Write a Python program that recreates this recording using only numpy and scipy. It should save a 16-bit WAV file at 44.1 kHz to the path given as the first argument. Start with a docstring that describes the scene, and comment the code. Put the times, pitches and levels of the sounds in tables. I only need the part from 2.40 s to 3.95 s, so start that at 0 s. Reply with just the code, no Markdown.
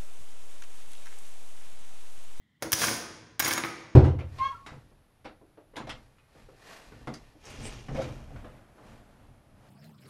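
"""A hand knocks on a hard table in a tiled room. Just after, at about 0.3 s, a metal stick comes down
on a bunch of keys lying there. The blow breaks into chattering contacts and shoves the keys along,
jangling. Every contact thuds in the table, clacks in the stick and rings in the keys and the thin
split rings that hold them. At about 1 s the stick comes down again; the keys jangle and rubbing metal
squeals faintly. Last, the echo of the tiled walls dies away over a quiet background."""
import sys
import numpy as np
from scipy import signal
from scipy.fft import rfft, irfft
from scipy.io import wavfile
from scipy.ndimage import uniform_filter1d

SR = 44100
rng = np.random.default_rng(int(sys.argv[2]) if len(sys.argv) > 2 else 0)


def unload_wav(signal):
    """Save mono or channel-first audio to the path in sys.argv[1] as 16-bit WAV at rate SR, clipped to [-1, 1]."""
    wavfile.write(
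        sys.argv[1],
        SR,
        np.round(np.clip(np.atleast_2d(signal).T, -1, 1) * 32767).astype(np.int16),
    )


N = 68355

# each contact: start_s, chatter_decay_s, table_db, stick_db, keys_db, split_rings_db
CONTACT_HITS = [(0.2235, 0.0092, -28, -32.5, -30.5, -58), (0.3199, 0.00056, -34, -28, -23, -20.5),
                (0.3294, 0.0047, -33, -23.5, -14.5, -26), (.4170, 0.009, -56, -27, -29.5, -50),
                (0.4325, 0.0066, -41.5, -29.5, -30, -48), (.4400, 0.0012, -37, -25.5, -34, -48),
                (0.4463, .005, -49, -35, -29.5, -49), (0.482, 0.012, -36.5, -27.5, -49, -44),
                (.5110, 0.0064, -33, -49, -50, -58), (.9945, 0.0036, -36.5, -35, -29, -22.5),
                (0.9975, 0.0037, -40, -26.5, -28, -33), (1.0019, 0.0056, -37, -27, -29.5, -52),
                (1.0239, 0.0033, -41, -32.5, -32, -46), (1.0475, 0.0079, -38, -38, -27, -34.5),
                (1.06, 0.00067, -34, -54, -34.5, -45), (1.066, 0.0042, -41, -53, -39, -43),
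                (1.0780, 0.006, -33, -36, -29.5, -28), (1.0811, 0.006, -39, -38.5, -42, -39),
                (1.1085, 0.0088, -32.5, -26.5, -31.5, -41), (1.1148, 0.0044, -45, -40, -46, -35),
                (1.1283, 0.0022, -59, -59.5, -30, -47), (1.1357, 0.0016, -53, -37, -26.5, -55),
                (1.1780, 0.0048, -39, -26, -31, -55), (1.2373, 0.0027, -31, -28.5, -47, -47),
                (1.248, 0.014, -38, -31.5, -52, -40), (1.284, .014, -52, -42.5, -74, -57)]
# the keys slide and jostle: peak_s, rise_s, fall_s, table_db, stick_db, keys_db, split_rings_db
KEY_SLIDES = [(0.261, 0.02, 0.016, -39, -51, -53, -70), (0.423, 0.038, 0.088, -43, -49, -32, -62),
              (0.456, 0.064, 0.065, -47, -42.5, -52, -67), (1.061, 0.022, 0.049, -46.5, -33.5, -35.5, -69),
              (1.19, 0.037, 0.018, -43.5, -40, -74, -49)]
# the overall tone of each object: pitch_hz, level_db
TABLE_TONE = [(25, -21.5), (60, -8.5), (120, 4.5), (220, 1.5), (330, 1), (520, 1), (900, -5.5),
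              (2000, -23.5), (6000, -65.5)]
STICK_TONE = [(150, -38.5), (600, -5), (950, -1), (1500, 1.5), (2250, 1), (2800, -6.5), (4500, -11),
              (9000, -45.5)]
KEY_TONE = [(700, -21), (2200, -8.5), (3200, -2.5), (4200, -2.5), (5300, 3), (6600, 1.5), (7200, -5),
            (8000, -8.5), (9300, 0), (10300, -3), (11200, -2), (12300, -10.5), (16000, -6)]
SPLIT_RING_TONE = [(3000, -28.5), (7500, -4.5), (9200, 8), (11000, -24), (12800, 12), (14000, 3.5),
                   (15200, 3.5), (16500, 11.5)]
# the notes each object rings with: pitch_hz, energy_db (against its overall tone), fade_s (to fall 60 dB)
TABLE_NOTES = [(122.8, -13, 0.33), (174.8, -22.5, .35), (327.8, -9.5, 0.25), (334.5, -10, 0.19),
               (464, -16, 0.084), (865, -23, 0.18)]
STICK_NOTES = [(1000, -24, 0.24), (1146, -35, .15), (1253, -18, .2), (1603, -16, 0.094), (1840, -30, 0.12),
               (2222, -33.5, 0.2)]
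KEY_NOTES = [(5310, -22, .08), (5910, -21, .07), (6720, -24, .15), (9410, -18, .1), (10470, -25, .1),
             (11140, -23, .2)]
SPLIT_RING_NOTES = [(13710, -20, .06), (14140, -21, .06), (14850, -20, .05)]
# the heavier blows send a low bump through the table: start_s, level_db
TABLE_BUMPS = [(0.3285, -26), (0.9953, -35.5)]
# a split ring is flicked: start_s, level_db
SPLIT_RING_PINGS = [(.9985, -21), (1.0805, -26.5)]
# metal rubs on metal and sings: peak_s, rise_s, fall_s, pitch_hz, level_db
METAL_SQUEALS = [(.484, .012, .01, 15070, -45), (1.047, .016, .016, 6720, -36),
                 (1.07, .025, .13, 11140, -49), (1.172, .025, .03, 6720, -43),
                 (1.275, .022, .022, 1287, -41)]
# how long the room echoes: pitch_hz, fade_s (to fall 60 dB)
ECHO_FADES = [(80, 2.74), (210, 1.36), (560, 1.01), (1470, 1.01), (3880, 0.92), (6000, 0.83), (10200, 0.56),
              (14500, 0.31)]
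# how loud the echo is: pitch_hz, level_db (against the direct sound)
ECHO_LEVELS = [(70, -6.5), (200, -3), (400, -1), (1400, -5), (3500, -6), (6000, -5), (10000, -8),
               (14500, -16)]
# the tone of the room's background: pitch_hz, level_db
BACKGROUND_TONE = [(30, -25), (90, -2.5), (215, -0.5), (450, -23), (1650, -25.5), (1960, -10),
                   (2500, -32.5), (3200, -17.5), (4600, -33), (16000, -44)]

CONTACT_S = .005  # a contact's level is its average (rms) over this time
TOUCH_S = 0.00066  # the first touch carries as much energy as this much chatter
ECHO_GAP_S, ECHO_BUILD_S = 0.0022, 0.0057


def contact_force(column):
    """The push on one object: each contact is a touch, then dying chatter; sliding adds tiny impacts."""
    t, force = np.arange(N) / SR, np.zeros(N)
    chatter = tiny_impacts(per_s=7000, spread_db=2.5)
    jostle = tiny_impacts(per_s=6000, spread_db=3)
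    for start_s, decay_s, *levels_db in CONTACT_HITS:
        start = int(start_s * SR)
        touch_share = TOUCH_S / (TOUCH_S + decay_s)
        dying_chatter = unit_energy(chatter[start:] * np.exp(-t[:N - start] / decay_s))
        burst = np.sqrt(1 - touch_share) * dying_chatter
        burst[0] += np.sqrt(touch_share)
        force[start:] += from_db(levels_db[column]) * np.sqrt(CONTACT_S * SR) * burst
    for peak_s, rise_s, fall_s, *levels_db in KEY_SLIDES:
        force += from_db(levels_db[column]) * swell(peak_s, rise_s, fall_s) * jostle
    return force


def tiny_impacts(per_s, spread_db):
    """Clicks of uneven size at random times, with an average (rms) level of 1."""
    sizes = from_db(spread_db * np.minimum(rng.exponential(1, N), 4))
    signs = rng.choice([-1, 1], N)
    happens = rng.random(N) < per_s / SR
    return unit_energy(sizes * signs * happens) * np.sqrt(N)


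def struck_object(tone, notes, column):
    """An object answers each push with a short knock and ringing notes; column picks its levels."""
    t, knock = np.arange(N) / SR, click_with_tone(tone)
    answer = sum(from_db(energy_db) * unit_energy(np.sin(2 * np.pi * pitch_hz * t) * fade(t, fade_s))
                 for pitch_hz, energy_db, fade_s in notes)
    answer[:len(knock)] += knock
    return signal.fftconvolve(contact_force(column), unit_energy(answer))[:N]


def struck_note(hits, pitch_hz, fade_s):
    """Each hit sets the same note ringing again."""
    ringing = np.zeros(N)
    for start_s, level_db in hits:
        t = np.maximum(np.arange(N) / SR - start_s, 0)
        ringing += from_db(level_db) * np.sin(2 * np.pi * pitch_hz * t) * fade(t, fade_s)
    return ringing


def metal_squeals(waver_hz=12):
    """Metal rubbing on metal makes one note at a time swell up, slightly unsteady in pitch."""
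    waver = unit_energy(uniform_filter1d(rng.standard_normal(N), size=300)) * np.sqrt(N)
    squeals = np.zeros(N)
    for peak_s, rise_s, fall_s, pitch_hz, level_db in METAL_SQUEALS:
        phase = 2 * np.pi * np.cumsum(pitch_hz + waver_hz * waver) / SR
        squeals += from_db(level_db) * swell(peak_s, rise_s, fall_s) * np.sqrt(2) * np.sin(phase)
    return squeals


def first_echoes(sound, level_db=-8.5):
    """The tabletop and near walls throw back a quick cluster of echoes right behind each sound."""
    cluster = unit_energy(rng.standard_normal(N) * fade(np.arange(N) / SR, fade_s=.06))
    return from_db(level_db) * signal.fftconvolve(sound, cluster)[:N]


def room_echo(sound):
    """The tiled walls blur the sound into a long echo whose low pitches last longest."""
    t = np.maximum(np.arange(N) / SR - ECHO_GAP_S, 0)
    build_up = 1 - np.exp(-t / ECHO_BUILD_S)
    edges_hz = np.geomspace(35, 18000, 28)  # bands a third of an octave wide
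    noises, tail = rng.standard_normal((2, N)), 0
    for k, (low_hz, high_hz) in enumerate(zip(edges_hz, edges_hz[1:])):
        middle_hz = np.sqrt(low_hz * high_hz)
        band_filter = signal.butter(3, [low_hz, high_hz], "band", fs=SR, output="sos")
        band = signal.sosfilt(band_filter, noises[k % 2])  # neighbouring bands use different noise
        shape = build_up * fade(t, at_hz(ECHO_FADES, middle_hz))
        gain = from_db(at_hz(ECHO_LEVELS, middle_hz)) * np.sqrt(2 * (high_hz - low_hz) / SR)
        tail = tail + gain * unit_energy(band * shape)
    return signal.fftconvolve(sound, tail)[:N]


def background(level_db=-69.5):
    """The quiet, steady, low noise of the room."""
    noise = rng.standard_normal(2 * N)
    return from_db(level_db) * signal.fftconvolve(noise, click_with_tone(BACKGROUND_TONE))[N:2 * N]


def click_with_tone(tone, size=4096):
    """A click with the given tone, its energy packed at the start (a minimum-phase filter)."""
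    hz = np.arange(size // 2 + 1) * SR / size
    cepstrum = irfft(np.log(from_db(at_hz(tone, hz))))
    # fold the second half onto the first, so nothing sounds before the hit
    cepstrum[1:size // 2] *= 2
    cepstrum[size // 2 + 1:] = 0
    return unit_energy(irfft(np.exp(rfft(cepstrum))))


def from_db(db):
    """Turn decibels into a number to multiply by."""
    return 10 ** (np.asarray(db) / 20)


def unit_energy(x):
    """Scale a signal so that its squares add up to one."""
    return x / np.sqrt(np.sum(x ** 2) + 1e-20)


def at_hz(table, hz):
    """Read between a table's rows, with every octave equally wide."""
    pitches_hz, values = np.transpose(table)
    return np.interp(np.log(np.maximum(hz, 1)), np.log(pitches_hz), values)


def fade(t, fade_s):
    """A level that falls 60 dB in fade_s."""
    return np.exp(-np.log(1000) * t / fade_s)


def swell(peak_s, rise_s, fall_s):
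    """A level that rises and falls in a bell shape."""
    t = np.arange(N) / SR - peak_s
    return np.exp(-.5 * (t / np.where(t < 0, rise_s, fall_s)) ** 2)


def scene():
    """Table, stick, keys and split rings sound together in the tiled room."""
    table = struck_object(TABLE_TONE, TABLE_NOTES, column=0)
    stick = struck_object(STICK_TONE, STICK_NOTES, column=1)
    keys = struck_object(KEY_TONE, KEY_NOTES, column=2)
    split_rings = struck_object(SPLIT_RING_TONE, SPLIT_RING_NOTES, column=3)
    bumps = struck_note(TABLE_BUMPS, pitch_hz=110.4, fade_s=0.042)
    pings = struck_note(SPLIT_RING_PINGS, pitch_hz=14140, fade_s=.06)
    direct = table + stick + keys + split_rings + bumps + pings
    return (direct + metal_squeals() + first_echoes(direct) + room_echo(direct) + background())[None]


def record(dry):
    """The loudest peaks are rounded off, and the deepest bass and highest treble are cut away."""
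    overload_level, bass_cut_hz, treble_cut_hz = .42, 42, 15720
    rounded = overload_level * np.tanh(dry / overload_level)
    thinned = signal.sosfilt(signal.butter(4, bass_cut_hz, "high", fs=SR, output="sos"), rounded)
    return signal.sosfilt(signal.ellip(12, .2, 80, treble_cut_hz, fs=SR, output="sos"), thinned)


dry = scene()
out = record(dry)
unload_wav(out)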